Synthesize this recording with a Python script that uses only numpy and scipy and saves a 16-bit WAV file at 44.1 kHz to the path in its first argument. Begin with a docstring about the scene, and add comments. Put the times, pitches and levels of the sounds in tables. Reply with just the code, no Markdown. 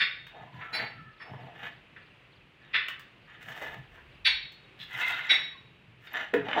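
"""Steel trowels chop and clink on hollow clay bricks: bursts of tiny cracks, then a fading metal ring.
Blades and bricks also scrape gritty mortar, crumbs and dull wall knocks crackle, and a mortar tub thuds.
Grains, noise and tones are shaped by filters; bare brick walls give many of the sounds a short echo.
A bird whistles faintly, thin squeaks and one tiny tick are heard, and dull bumps and a deep rumble lie
under the site's steady air."""
import sys
import numpy as np
from scipy import signal
from scipy.fft import rfft, irfft
from scipy.io import wavfile
from scipy.ndimage import uniform_filter1d, map_coordinates

SR = 44100
rng = np.random.default_rng(int(sys.argv[2]) if len(sys.argv) > 2 else 0)


def master_out(mix):
    """Clip the mix to full scale and print it as 16-bit PCM to the path in sys.argv[1]."""
    frames = np.transpose(np.atleast_2d(mix))
    ceiling = np.clip(frames, -1, 1)
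    pcm = np.round(ceiling * 32767).astype(np.int16)
    wavfile.write(sys.argv[1], SR, pcm)


N = 291060
T = np.arange(N) / SR  # time of every sample (s)

# tone colour of blade or brick rasping on grit: f/Hz, relative level/dB
RASP_COLOUR = [(300, -39.5), (800, -14), (1200, -6.5), (1800, 0), (2600, -5.5), (3000, -5), (3600, -12),
               (4300, -33), (6000, -41), (9000, -64)]
# tone colour of squashed wet mortar: f/Hz, relative level/dB
WET_COLOUR = [(80, -24.5), (210, -4), (340, 0.5), (580, 2), (860, 1.5), (1300, -10), (3000, -63)]
# tone colour of hissing sand: f/Hz, relative level/dB
SAND_COLOUR = [(2500, -22), (4500, 6), (6800, 2), (8500, -0.5), (10300, -5), (12500, 1), (15500, 5.5)]


def blows():
    """A blade crushes into the clay in a short burst of cracks, and the steel rings on."""
    # trowel blows: t/s, crunch length/s, clay clack level/dB, brightness/(dB per octave),
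    # ring level/dB, kind of strike, by one trowel or another
    blow_list = [(-.014, 0.054, -25, -2.5, -32.5, "edge"), (0.598, 0.044, -41.5, -13, -73, "tip"),
                 (0.727, 0.036, -38, -6.5, -33.5, "tip"), (0.768, 0.058, -35, -10, -48, "tip"),
                 (1.189, 0.05, -45, -14, -56.5, "point"), (1.958, 0.019, -46.5, -11.5, -80, "tip"),
                 (2.729, 0.05, -23, -2.5, -43, "edge"), (3.281, 0.029, -56, -15, -88, "tip"),
                 (3.971, 0.024, -50, -25, -88, "edge"), (4.246, 0.036, -20, 8.5, -26, "flat"),
                 (4.782, 0.064, -45.5, 17, -65, "heel"), (5.29, 0.029, -20.5, 4.5, -22.5, "heel"),
                 (5.326, 0.01, -25.5, -6, -29.5, "heel"), (6.064, 0.018, -46.5, -8, -61.5, "edge")]
    # names of the kinds of strike, in the order of the level columns below
    strike_names = ["edge", "flat", "heel", "tip", "point"]
    # steel blade and brick ringing together: f/Hz, 60 dB fade time of the lingering ring/s,
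    # then the relative level/dB for the strikes named edge, flat, heel, tip, point
    blade_modes = [(1450, .4, -7, -19, -19, -10, -14), (1690, .42, -3, -16, -21, -12, -12),
                   (1900, .42, -3, -15, -12, -12, -16), (2030, .45, -4, -12, -11, -7, -12),
                   (2200, .48, -9, -6, -6, -6, -12), (2400, .42, -3, -6, -14, -8, -12),
                   (2720, .42, -1, -7, -12, -14, -10), (3590, .36, -9, -4, -7, -25, -30),
                   (3692, .68, 0, -22, -22, -22, -25), (3829, .55, -25, 1, 0, -30, -30),
                   (4062, .4, -19, -22, -19, 1, -14), (4318, .58, -9, -3, -20, -28, -30),
                   (4512, .4, -14, -18, -30, -1, -12), (4600, .42, -15, -7, -20, -22, -8),
                   (4920, .38, -10, -30, -34, -32, -30), (5255, .42, -17, -34, -38, -14, 0),
                   (5550, .45, -36, -19, -16, -32, -26), (5820, .18, -42, -25, -32, -36, -30),
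                   (6436, .3, -38, -31, -34, -38, -38), (6810, .22, -38, -46, -50, -28, -32),
                   (8558, .33, -36, -30, -36, -40, -36), (9195, .26, -35, -29, -48, -32, -34),
                   (10230, .25, -50, -46, -45, -26, -24), (10870, .28, -54, -33, -42, -30, -34),
                   (11650, .16, -58, -40, -48, -42, -48), (12950, .2, -60, -42, -50, -46, -52),
                   (7180, .4, -36, -55, -50, -50, -50), (15400, .18, -60, -50, -55, -27, -45)]
    # tone colour of hollow clay brick: f/Hz, relative level/dB
    clay_colour = [(100, -29), (400, -23), (800, -25), (1150, -13.5), (1550, -0.5), (2300, 5), (3100, -3),
                   (3650, -1), (4400, -20), (5200, -24), (6300, -41.5), (9000, -56.5), (15000, -54)]

    clay, steel = np.zeros(N), np.zeros(N)
    # the hand soon damps the strong first clink; a weaker ring lingers
    damping = undb(-5) + undb(1.5) * fade(T[:SR], 0.19)
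    t = T[:SR // 5]
    for s, length, clack_db, bright_db, ring_db, strike in blow_list:
        envelope = np.sin(np.pi * np.minimum(t / length, 1)) ** 2
        crunch = grit(len(t), 3000, 4.6) * envelope
        # same average power in every crunch, whatever its length
        crunch *= np.sqrt(length * SR / np.sum(crunch ** 2))
        add(clay, s, undb(clack_db) * colour(crunch, clay_colour, bright_db))

        column = strike_names.index(strike)
        for hz, t60, *strike_dbs in blade_modes:
            tone = ring(hz, t60, 0.73 * length, waver=1.0)
            add(steel, s, undb(ring_db + strike_dbs[column]) * damping * tone)
    hollow_clay = body(clay, t60=0.031, depth_db=-9)
    return room(hollow_clay, wet_db=1.5, t60=0.49, treble_t60=0.14) + steel


def scrapes():
    """Grains catch under the moving blade: the brick rasps, wet mortar squashes, sand hisses."""
    # strokes of blade or brick through mortar; in order, the brick is lowered and bedded, the joint
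    # is cleaned, the top is scraped, and the trowel digs in the tub:
    # t/s, rise/s, hold/s, relative levels of rasp/dB, wet mortar/dB, sand hiss/dB
    strokes = [(0.273, 0.095, 0.066, -53.5, -51, -86), (0.5, 0.049, 0.16, -50.5, -60, -79),
               (0.717, 0.0099, 0.12, -43, -47, -69), (1.165, 0.11, 0.24, -56, -54, -89),
               (1.52, 0.11, 0.027, -37, -51.5, -66.5), (2.56, 0.087, 0.073, -54, -72, -92),
               (3.27, 0.0075, 0.14, -54, -75, -91), (3.392, 0.025, 0.013, -47.5, -71, -69),
               (3.443, 0.044, 0.14, -41.5, -53.5, -61), (3.611, 0.0093, 0.11, -43.5, -50.5, -65.5),
               (3.861, 0.081, 0.032, -54.5, -66, -77), (4.774, .025, 0.041, -51, -85, -63.5),
               (4.865, 0.11, 0.15, -35, -53, -56), (5.132, 0.05, 0.19, -38.5, -58, -66),
               (5.986, 0.056, 0.039, -52, -78, -69), (6.085, 0.08, 0.042, -32, -46.5, -65),
               (6.425, 0.04, 0.037, -38, -41.5, -74), (6.533, 0.039, .04, -28.5, -27, -73)]
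    # resonances of the blade while pressed on the wall: f/Hz, width/Hz, relative level/dB
    pressed_modes = [(1420, 130, -3), (1760, 110, -2), (2030, 90, 0), (2450, 140, -5), (2760, 160, -7),
                     (3320, 220, -7), (3800, 160, -8), (4620, 140, -24), (5900, 180, -27), (7020, 160, -23)]

    catching = unit(undb(2.2 * walk(60)))
    # coarse stones snag now and then and crack in rasp, wet mortar and sand at once
    stones = .5 * grit(N, 90, 2)
    rasp = undb(-4.5) * colour(grit(N, 1200, 4.6) + stones, RASP_COLOUR)
    rasp += undb(-6.5) * resonate(grit(N, 830, 5.9), pressed_modes)
    wet = colour(grit(N, 1000, 0.93) + stones, WET_COLOUR)
    sand = undb(0.5) * colour(grit(N, 2800, 3.2) + stones, SAND_COLOUR)
    out = np.zeros(N)
    for s, rise, hold, rasp_db, wet_db, hiss_db in strokes:
        mixture = undb(rasp_db) * rasp + undb(wet_db) * wet + undb(hiss_db) * sand
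        out += push(s, rise, hold) * catching * mixture
    return room(body(out, t60=0.019, depth_db=-2.0), wet_db=-3.5, t60=0.34, treble_t60=0.052)


def drag():
    """The steel edge, drawn hard along a brick, sticks and slips and keeps a few resonances singing."""
    # pressure of the edge on the brick: t/s, relative level/dB
    pressure = [(4.88, -61), (4.946, -38), (4.972, -47), (5.02, -30.5), (5.074, -37.5), (5.096, -31),
                (5.28, -39.5)]
    # resonances it excites: f/Hz, width/Hz, relative level/dB
    singing_modes = [(970, 90, -14), (1430, 150, -4), (2045, 90, 1), (2610, 220, -5), (3300, 300, -8),
                     (3650, 280, -8)]

    times, levels_db = np.transpose(pressure)
    singing = resonate(grit(N, 1500, 2.5), singing_modes)
    return undb(0.5) * singing * swell(times, levels_db)


def pats():
    """Mortar crumbs and dabs land, and hard blows knock dully on the wall: short noise crackles."""
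    # landings and wall knocks: t/s, relative levels of mid knock/dB, low body/dB, crisp top/dB
    pat_list = [(.268, -48, -82, -63), (1.335, -56, -45.5, -85), (2.884, -33.5, -55, -48.5),
                (2.995, -52, -83, -56.5), (3.428, -68, -75, -61), (3.616, -45, -43.5, -59),
                (4.274, -31.5, -52, -72), (4.521, -77, -80, -64), (4.941, -48, -60, -63.5),
                (5.082, -49, -67, -47.5), (5.315, -54.5, -40.5, -61), (6.338, -28.5, -34.5, -50),
                (6.485, -33.5, -37, -68), (6.513, -36.5, -63, -74), (6.531, -30.5, -38.5, -74)]

    out, t = np.zeros(N), T[:SR // 8]
    for s, *dbs in pat_list:
        for db, spectrum in zip(dbs, (RASP_COLOUR, WET_COLOUR, SAND_COLOUR)):
            crackle = rng.standard_normal(len(t)) * fade(t, .035)
            add(out, s, undb(db + 9.0) * colour(crackle, spectrum))
    return room(out, wet_db=1, t60=0.4, treble_t60=0.16)


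def tub():
    """The trowel lands in the mortar tub, whose walls thud in several fading low tones."""
    # ringing tones of the tub: f/Hz, relative level/dB, 60 dB fade time/s
    tub_modes = [(193, -14, 0.46), (283, -6.5, 0.4), (421, 2, 0.3), (475, 3.5, 0.21), (570, -17, 0.097),
                 (680, -11, 0.34), (900, -30, 0.25)]
    landing_s, level_db = 6.334, -26.5

    out = np.zeros(N)
    for hz, db, t60 in tub_modes:
        add(out, landing_s, undb(level_db + db) * ring(hz, t60, 0.0044, waver=0.85))
    return out


def squeaks():
    """Faint squeaks, lingering tones and one tiny high tick, all gliding tones blurred by the walls."""
    # thin tones and the tick: t/s, length/s, start f/Hz, end f/Hz, relative level/dB
    squeak_list = [(0.461, 0.29, 990, 1058, -60.5), (0.586, 0.19, 1358, 1321, -55),
                   (0.896, 0.3, 1354, 1266, -62), (0.911, 0.24, 1760, 1740, -63),
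                   (5.5, 0.092, 1190, 1037, -62.5), (6.132, 0.0058, 12100, 11800, -53)]

    out = np.zeros(N)
    for s, length, start_hz, end_hz, db in squeak_list:
        add(out, s, undb(db + 8) * whistle(length, start_hz, end_hz, waver=1.63))
    return room(out, wet_db=-8.5, t60=0.66, treble_t60=.12)


def bird():
    """Evenly paced calls: each is two quick downward whistles, then a lower falling note."""
    first_s, interval_s, count = .222, .299, 15
    level_db, spread_db = -64, 1.5  # the spread is how much calls differ in loudness
    # parts of a call: delay (s), length (s), start and end pitch (Hz) before each call's random shift
    notes = [(0, 0.037, 5100, 2890), (.038, 0.038, 5250, 3050), (.075, 0.044, 2950, 2570)]

    out = np.zeros(N)
    for k in range(count):
        s = first_s + k * interval_s
        db = level_db + spread_db * rng.standard_normal()
        pitch = 1 + 0.0282 * rng.standard_normal()
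        for lag, length, start_hz, end_hz in notes:
            add(out, s + lag, undb(db) * whistle(length, pitch * start_hz, pitch * end_hz, waver=.6))
    # the microphone dulls the high start of each whistle
    out = signal.sosfilt(signal.butter(4, 3800, fs=SR, output="sos"), out)
    return room(out, wet_db=-17, t60=0.31, treble_t60=.3)


def site():
    """Filtered noise makes steady outdoor air, dull bumps between the walls and a deep rumble."""
    # tone colour of the air: f/Hz, relative level/dB
    air_colour = [(22, -24.5), (38, -43), (92, -6), (130, -1.5), (244, -9), (356, -7), (494, -9.5),
                  (838, -13.5), (1050, -12.5), (1390, -13), (2730, -8), (3100, -13), (4870, -29.5),
                  (5390, -35.5), (15500, -49.5)]
    # dull bumps, loud and faint: t/s, length/s, level/dB
    bump_list = [(.38, 0.12, -52), (0.514, .11, -46), (0.772, .1, -43.5), (0.855, 0.27, -51),
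                 (1.284, 0.1, -42), (1.374, .13, -43.5), (1.61, .08, -51.5), (3.418, 0.14, -55),
                 (3.712, .14, -52), (4.928, 0.073, -52), (5.06, .17, -69), (6.32, 0.2, -43)]
    # tone colour of bumps and shuffling: f/Hz, relative level/dB
    boom_colour = [(50, -51), (95, -4), (125, 7), (150, 2), (190, -5.5), (300, -14.5), (600, -61)]
    # tone colour of the rumble: f/Hz, relative level/dB
    deep_colour = [(20, -57), (33, -38), (44, 4), (54, -6.5), (80, -2), (200, -54.5)]

    air_db = -59 + 1.0 * walk(4.72)
    air = undb(air_db) * colour(rng.standard_normal(N), air_colour)

    # faint shuffling goes on under and between the bumps
    shuffle_db = -65.5 + 3 * walk(15)
    bump_gain = undb(shuffle_db)
    for s, length, db in bump_list:
        add(bump_gain, s, undb(db) * np.hanning(int(length * SR)))
    bumps = bump_gain * colour(rng.standard_normal(N), boom_colour)

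    # the rumble swells once over its resting level
    rumble_gain = undb(-70.5) + undb(-63) * push(3.57, rise=0.05, hold=0.77)
    rumble = rumble_gain * colour(rng.standard_normal(N), deep_colour)
    return air + bumps + rumble


def room(x, wet_db, t60, treble_t60):
    """Direct sound, then dense echoes off the brick walls, with a separate fade time for the treble."""
    t = T[:SR * 3 // 4]
    echoes = grit(len(t), 7000, 2.6)
    low = signal.sosfilt(signal.butter(4, 5000, fs=SR, output="sos"), echoes)
    high = signal.sosfilt(signal.butter(4, 5000, "high", fs=SR, output="sos"), echoes)
    # no echo arrives in the first 4 ms
    tail = (low * fade(t, t60) + high * fade(t, treble_t60)) * (t > .004)
    response = undb(wet_db) * tail / np.linalg.norm(echoes * fade(t, t60))
    response[0] = 1
    return signal.oaconvolve(x, response / np.sqrt(1 + undb(2 * wet_db)))[:len(x)]


def body(x, t60, depth_db):
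    """Waves bouncing inside a hollow brick ripple the spectrum with many close resonances."""
    t = T[:SR // 25]
    response = rng.standard_normal(len(t)) * fade(t, t60)
    response *= undb(depth_db) / np.linalg.norm(response)
    response[0] += 1  # the direct sound
    return signal.oaconvolve(x, response / np.linalg.norm(response))[:len(x)]


def resonate(x, modes):
    """Resonances (Hz, width in Hz, dB) that drift as the contact point moves along the blade."""
    out = 0
    for hz, width, db in modes:
        b, a = signal.iirpeak(hz, hz / width, fs=SR)
        tone = signal.lfilter(b, a, signal.lfilter(b, a, x))
        out = out + undb(db + 2 * walk(18)) * unit(tone)
    # reading the sound slightly faster or slower shifts every pitch together
    place = np.cumsum(1 + .014 * walk(16))
    return unit(map_coordinates(out, [place], order=3, mode="mirror"))


def ring(hz, t60, rise, waver):
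    """One fading tone of a struck object; reflections make its level and phase waver."""
    t = T[:SR]
    phase = 2 * np.pi * hz * t + waver * wander(t, 60)
    beating = unit(undb(4 * wander(t, 70)))
    envelope = np.minimum(t / rise, 1) * fade(np.maximum(t - rise, 0), t60)
    return np.sqrt(2) * envelope * beating * np.sin(phase)


def whistle(length, start_hz, end_hz, waver):
    """A gliding tone; waver blurs its pitch while random level changes break it up."""
    t = T[:int(length * SR)]
    u = t / length
    # average of a straight glide and an S-shaped one
    glide = (u + np.sin(np.pi * u / 2) ** 2) / 2
    hz = start_hz + (end_hz - start_hz) * glide
    strength = np.sqrt(np.sin(np.pi * u)) * unit(undb(5.8 * wander(t, 68.7)))
    phase = 2 * np.pi * np.cumsum(hz) / SR + waver * wander(t, 110)
    return strength * np.sin(phase)


def grit(count, rate, spread_db):
    """Sand grains crack at random, about rate a second: many small, a few large."""
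    sizes = undb(spread_db * np.minimum(rng.exponential(size=count), 4))
    cracks = rng.random(count) < rate / SR
    return unit(cracks * sizes * rng.choice([-1, 1], count))


def colour(x, points, tilt_db=0):
    """Filter noise through (Hz, dB) points, tilted in dB per octave within an octave of 2 kHz."""
    size = 4096
    hz, db = np.transpose(points)
    octave = np.log2(np.maximum(np.arange(size // 2 + 1), .5) * SR / size)
    tilt = tilt_db * np.clip(octave - np.log2(2000), -1, 1)
    gain = undb(np.interp(octave, np.log2(hz), db) + tilt)
    # folding the cepstrum makes the filter respond at once, with nothing before the sound
    cepstrum = irfft(np.log(gain))
    cepstrum[1:size // 2] *= 2
    cepstrum[size // 2 + 1:] = 0
    response = irfft(np.exp(rfft(cepstrum)))
    return signal.oaconvolve(x, response / np.linalg.norm(response))[:len(x)]


def push(s, rise, hold):
    """Effort of one movement: it builds up, holds, and dies away once the hand eases off."""
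    release_t60 = 0.27  # s
    build_up = np.clip((T - s) / rise, 0, 1) ** 2
    return build_up * fade(np.maximum(T - s - rise - hold, 0), release_t60)


def swell(s, db, edge=0.06):
    """Gain along a level curve in dB, with short ramps (s) to silence outside it."""
    ramps = np.interp(T, [s[0] - edge, s[0], s[-1], s[-1] + edge], [0, 1, 1, 0])
    return undb(np.interp(T, s, db)) * ramps


def walk(rate):
    """Slow random drift with rms near 1, taking a new value rate times a second."""
    k = int(SR / rate)
    steps = np.repeat(rng.standard_normal(N // k + 1), k)
    return unit(uniform_filter1d(steps, k))[:N]


def wander(t, rate):
    """Random values joined by straight lines, rate of them a second."""
    return np.interp(t * rate, np.arange(400), rng.standard_normal(400))


def fade(t, t60):
    """Exponential decay that falls by 60 dB in t60 seconds."""
    return np.exp(-np.log(1000) * t / t60)


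def undb(db):
    """Decibels to gain."""
    return 10 ** (np.asarray(db) / 20)


def unit(x):
    """Scale to rms 1."""
    return x / np.sqrt(np.mean(x ** 2) + 1e-20)


def add(out, s, x):
    """Mix x into out at time s, dropping what lies outside the scene."""
    i = int(s * SR)
    x, i = x[max(-i, 0):], max(i, 0)
    out[i:i + len(x)] += x[:N - i]


def scene():
    """All the work and its surroundings, heard from one place."""
    work = blows() + scrapes() + drag() + pats() + tub() + squeaks()
    return (work + bird() + site())[None]


def record(dry):
    """The microphone cuts the deepest bass and the very top."""
    dry = signal.sosfilt(signal.butter(8, 37, "high", fs=SR, output="sos"), dry)
    return signal.sosfilt(signal.ellip(10, .2, 70, 15800, fs=SR, output="sos"), dry)


dry = scene()
out = record(dry)
master_out(out)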